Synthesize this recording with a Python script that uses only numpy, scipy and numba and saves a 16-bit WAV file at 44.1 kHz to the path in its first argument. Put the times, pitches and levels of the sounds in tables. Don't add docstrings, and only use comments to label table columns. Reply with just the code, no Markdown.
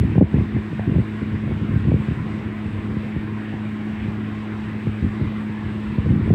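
import sys
import numpy as np
from scipy import signal
from scipy.fft import rfft, irfft, next_fast_len
from scipy.io import wavfile
from scipy.ndimage import uniform_filter1d, minimum_filter1d
from numba import njit

SR = 44100
rng = np.random.default_rng(int(sys.argv[2]) if len(sys.argv) > 2 else 0)


def ratio_of_db(decibels):
    return 10 ** (np.asarray(decibels, float) / 20)


def transcribe(signal):
    frames = np.atleast_2d(signal).T
    limited = np.clip(frames, -1, 1)
    pcm = np.round(limited * 32767).astype(np.int16)
    wavfile.write(sys.argv[1], SR, pcm)


N = 279946


def level(x, db):
    return x * ratio_of_db(db) / np.sqrt(np.mean(x ** 2))


def walk(rate):
    hold = max(int(SR / rate), 65)
    steps = rng.standard_normal(N // 64)[np.arange(N) // hold]
    return level(uniform_filter1d(uniform_filter1d(steps, hold), hold), 0)


def blades():
    # multiple of the blade rate, rms level in dB.
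    blade_tones = [(1, -34.5), (2, -29.5), (3, -43.5), (5, -72), (6, -63), (10, -60)]
    blade_hz = 106.48
    turns = np.cumsum(blade_hz * (1 + .0015 * walk(2.5))) / SR
    out = np.zeros(N)
    for multiple, db in blade_tones:
        waver_db = (1.1 + 1.1 * abs(np.log2(multiple / 2))) * walk(19)
        out -= np.sqrt(2) * ratio_of_db(db + waver_db) * np.cos(2 * np.pi * multiple * turns)
    return out


def patchy(x):
    patch_db, patch_hz, patch_s, top_hz = 2, 130, .07, 3300
    hz, s, cells = signal.stft(x, SR, nperseg=1024)
    field = rng.standard_normal(cells.shape)
    for axis, width in enumerate((patch_hz / hz[1], patch_s / s[1])):
        field = uniform_filter1d(field, max(int(width), 1), axis=axis)
        field = uniform_filter1d(field, size=2, axis=axis)
    fade = 1 + (hz[:, None] / top_hz) ** 4
    change_db = level(field, 0) * patch_db / fade
    return signal.istft(cells * ratio_of_db(change_db), SR, nperseg=1024)[1][:N]


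def hiss():
    # pitch in Hz, level in
    # dB per Hz.
    air = [(40, -2.5), (100, 3.5), (200, 8.5), (330, 11.5), (430, 4), (560, -4), (880, -3), (1060, -1),
           (1220, -4.5), (1900, -2), (2600, -7.5), (3200, -14),
           (3750, -16.5), (4100, -22), (5000, -27.5), (6400, -35), (7400, -32.5), (8100, -30),
             (9000, -36.5), (10000, -42.5), (12500, -46), (13200, -41.5), (16000, -40.5)]
    size = next_fast_len(N)
    hz = np.maximum(np.fft.rfftfreq(size, 1 / SR), 1)
    at_hz, db = np.transpose(air)
    colour = ratio_of_db(np.interp(np.log(hz), np.log(at_hz), db))
    whole = rfft(rng.standard_normal(size)) * colour
    place = 2 * np.log2(hz)
    out, swell = 0, walk(5.8)
    for centre in range(8, 30):
        share = np.clip(1 - abs(place - centre), 0, 1)
        band = irfft(whole * share, size)[:N]
        flicker_db = (.1 + centre / 24) * walk(17)
        out = out + ratio_of_db(.35 * swell + flicker_db) * band
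    return level(patchy(out), -35)


def gusts():
    # start in seconds, length in seconds, swing level in dB, swing rate in Hz.
    gust_rows = [(-.02, 0.17, -15, 127), (0.155, 0.12, -18.5, 139.3), (0.319, 0.14, -17, 131),
                 (0.524, .08, -17.5, 128.5), (0.699, .14, -25.5, 110), (0.861, .155, -18, 136.8),
                 (1.215, 0.036, -20.5, 159.6), (1.311, 0.072, -21.5, 135), (1.423, 0.16, -21.5, 150),
                 (1.61, 0.045, -16.5, 123), (1.694, 0.14, -19, 122), (1.833, 0.19, -18.5, 141.6),
                 (2.069, 0.22, -24, 112.6), (2.281, .24, -29.5, 130), (2.64, .165, -26.5, 136),
                 (2.846, 0.14, -32, 143.6), (3.036, 0.046, -28.5, 143), (3.164, 0.035, -21, 139),
                 (3.224, 0.12, -33, 137.7), (3.506, 0.1, -36.5, 149.4), (4.006, 0.092, -26, 152),
                 (4.142, 0.25, -36, 145), (4.691, .11, -32.5, 149), (4.847, .065, -19.5, 121.6),
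                 (5.025, 0.051, -10.5, 112), (5.199, 0.1, -21.5, 120.8), (5.346, 0.039, -27.5, 127),
                 (5.627, 0.12, -29, 120.4), (5.841, 0.18, -26.5, 124.6), (6.044, 0.29, -17, 135.7)]
    rise_s, fall_s, sag_db = .021, 0.038, -2
    lull_db, lull_hz, lull_stir_db = -38.5, 112, 4
    t = np.arange(N) / SR
    lull = ratio_of_db(lull_db + lull_stir_db * walk(17)) ** 2
    power, rate = lull, lull * lull_hz
    for s, length, db, hz in gust_rows:
        rise = np.exp(-(np.minimum(t - s - rise_s, 0) / rise_s) ** 2)
        fall = np.exp(-(np.maximum(t - s - length + fall_s, 0) / fall_s) ** 2)
        sagging_db = db + sag_db * np.clip((t - s) / length - .5, -.5, .5)
        push = (ratio_of_db(sagging_db) * rise * fall) ** 2
        power, rate = power + push, rate + push * hz
    return 10 * np.log10(power), rate / power, lull / power


def eddies(hz, per_s, spread, scatter_db, cycles):
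    out = np.zeros(2 * N)
    chance = rng.standard_normal((N // 64, 4))[:int(N / SR * per_s)]
    at = (np.arange(len(chance)) + 0.3907 * chance[:, 0]) * SR / per_s
    at = np.clip(at, 0, N - 1).astype(int)
    for i, (_, size, push, start) in zip(at, chance):
        period = SR / np.clip(hz[i] * np.exp(spread * size), 30, 1500)
        turn = np.arange(int(period * cycles) + 2) / period
        swing = np.hanning(len(turn)) * np.sin(2 * np.pi * (turn + start))
        out[i:i + len(turn)] += ratio_of_db(scatter_db * push) * swing
    out = out[300:][:N]
    even = np.sqrt(uniform_filter1d(out ** 2, int(0.029 * SR)) + 0.012)
    return level(out / even ** 0.69, 0)


def draught():
    db, hz, lull = gusts()
    fine_gust_db, fine_lull_db = -5.5, -3
    fine_db = fine_gust_db + (fine_lull_db - fine_gust_db) * lull
    large = eddies(0.915 * hz, per_s=85, spread=0.32, scatter_db=4.75, cycles=1.83)
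    fine = eddies(2.035 * hz, per_s=170, spread=.2, scatter_db=1.6, cycles=2.75)
    return ratio_of_db(db - 2.0) * (large + ratio_of_db(fine_db - 4.5) * fine)


def puffs():
    # time of deepest suction in seconds, peak in dB, pitch in Hz, edge in dB.
    sharp = [(0.0002, -12, 172, -47), (0.037, -11.5, 240, -41), (0.1575, -9.5, 200, -25),
             (0.1815, 2.5, 162, -13), (0.2112, 0, 270, -15), (0.2148, 8, 272, -12.5),
             (0.2256, 6.5, 196, -15), (0.3585, -8, 188, -42), (0.386, -6, 150, -26), (0.5675, -9, 172, -26),
             (0.7958, -24, 200, -19.5), (0.878, -13.5, 170, -39), (0.9115, -17, 192, -35),
             (0.9562, -14, 202, -33), (0.9625, -5, 151, -25.5), (0.9865, -5, 190, -36),
             (1.5125, -17, 214, -27), (1.5215, -7.5, 150, -32), (1.7615, -11, 138, -37),
             (1.886, -3.5, 149, -35), (1.9195, -6, 220, -21.5), (1.9437, -2, 171, -28),
             (2.087, -9, 150, -38), (4.8717, -8, 182, -31), (6.122, -9.5, 194, -43.5),
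             (6.1595, -14, 184, -32), (6.278, -13, 280, -37), (6.3058, -4, 298, -32), (6.3112, 1, 172, -24),
             (6.3393, -6, 201, -23.5)]
    # time of deepest suction in seconds, peak in dB, pitch in Hz.
    blunt = [(0.102, -19, 201), (0.2431, -4, 130), (0.344, -1.5, 160), (0.413, -9.5, 148),
             (0.7314, -13, 200), (1.003, -6.5, 140), (1.349, -14, 111), (1.692, -14, 119),
             (2.1136, -9.5, 154), (2.179, -15.5, 118), (2.661, -20, 125), (2.716, -22, 124),
             (2.854, -33, 130), (2.907, -16.5, 140), (2.9706, -11, 167), (3.1665, -8, 140),
             (3.541, -15, 190), (4.083, -16, 130), (5.029, -11.5, 118), (5.037, -17, 110),
             (5.215, -10.5, 127.5), (5.235, -20, 110), (5.264, -20, 175), (5.499, -15, 199),
             (5.661, -13, 105), (5.76, -20, 130), (5.987, -5.5, 119), (6.0539, -17, 147), (6.106, -7, 111),
             (6.329, -5, 150)]
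    blunt_edge_db = -28
    start_turn, start_spread = -0.11, .03
    edge_hz, edge_s = 573, 0.00061
    t = np.arange(SR // 10) / SR
    out = np.zeros(N + 2 * len(t))
    rows = sharp + [(s, db, hz, db + blunt_edge_db) for s, db, hz in blunt]
    for (s, db, hz, edge_db), chance in zip(rows, rng.standard_normal(100)):
        span = 1.275 / hz
        lead = 0.427 * span
        shape = np.minimum(t / 0.002, 1) * (t / span) ** 0.45 * np.exp(1 - t / span * 1.23) * 0.82
        turns = hz * span * np.log1p(2.22 * t / span)
        swing = shape * np.sin(2 * np.pi * (turns + start_turn + start_spread * chance))
        thin = np.exp(-.5 * ((t - lead) / edge_s) ** 2)
        edge = -thin * np.cos(2 * np.pi * (edge_hz * (t - lead) + 0.034))
        i = int((s - lead) * SR) + len(t)
        out[i:i + len(t)] += ratio_of_db(db - 1.5) * swing + ratio_of_db(edge_db + 3.5) * edge
    return out[len(t):len(t) + N]


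def port(wind):
    mesh = signal.butter(3, 1130, fs=SR, output="sos")
    vent = signal.butter(4, 67.5, "highpass", fs=SR, output="sos")
    return signal.sosfilt(vent, signal.sosfiltfilt(mesh, wind))


def scene():
    wind = port(draught() + puffs())
    return (blades() + hiss() + wind)[None]


@njit
def follow(x, attack, release):
    y, e = np.empty(len(x)), 0.
    for i in range(len(x)):
        e += (x[i] - e) * (attack if x[i] > e else release)
        y[i] = e
    return y


def low_pass(x):
    return signal.sosfilt(signal.butter(12, 15720, fs=SR, output="sos"), x)


def record(dry):
    top, ratio, ahead = .43, 3.0, 400
    size = np.abs(dry[0])
    peak = follow(size, 1 / (0.0017 * SR), 1 / (.11 * SR))
    gain = np.minimum(1, top / (peak + 1e-9)) ** (1 - 1 / ratio)
    gain = uniform_filter1d(np.roll(gain, -ahead), size=400)
    ceiling = minimum_filter1d(.82 / (size + 1e-9), size=201)
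    gain = np.minimum(gain, uniform_filter1d(ceiling, size=201))
    return low_pass(dry * gain)


dry = scene()
out = record(dry)
transcribe(out)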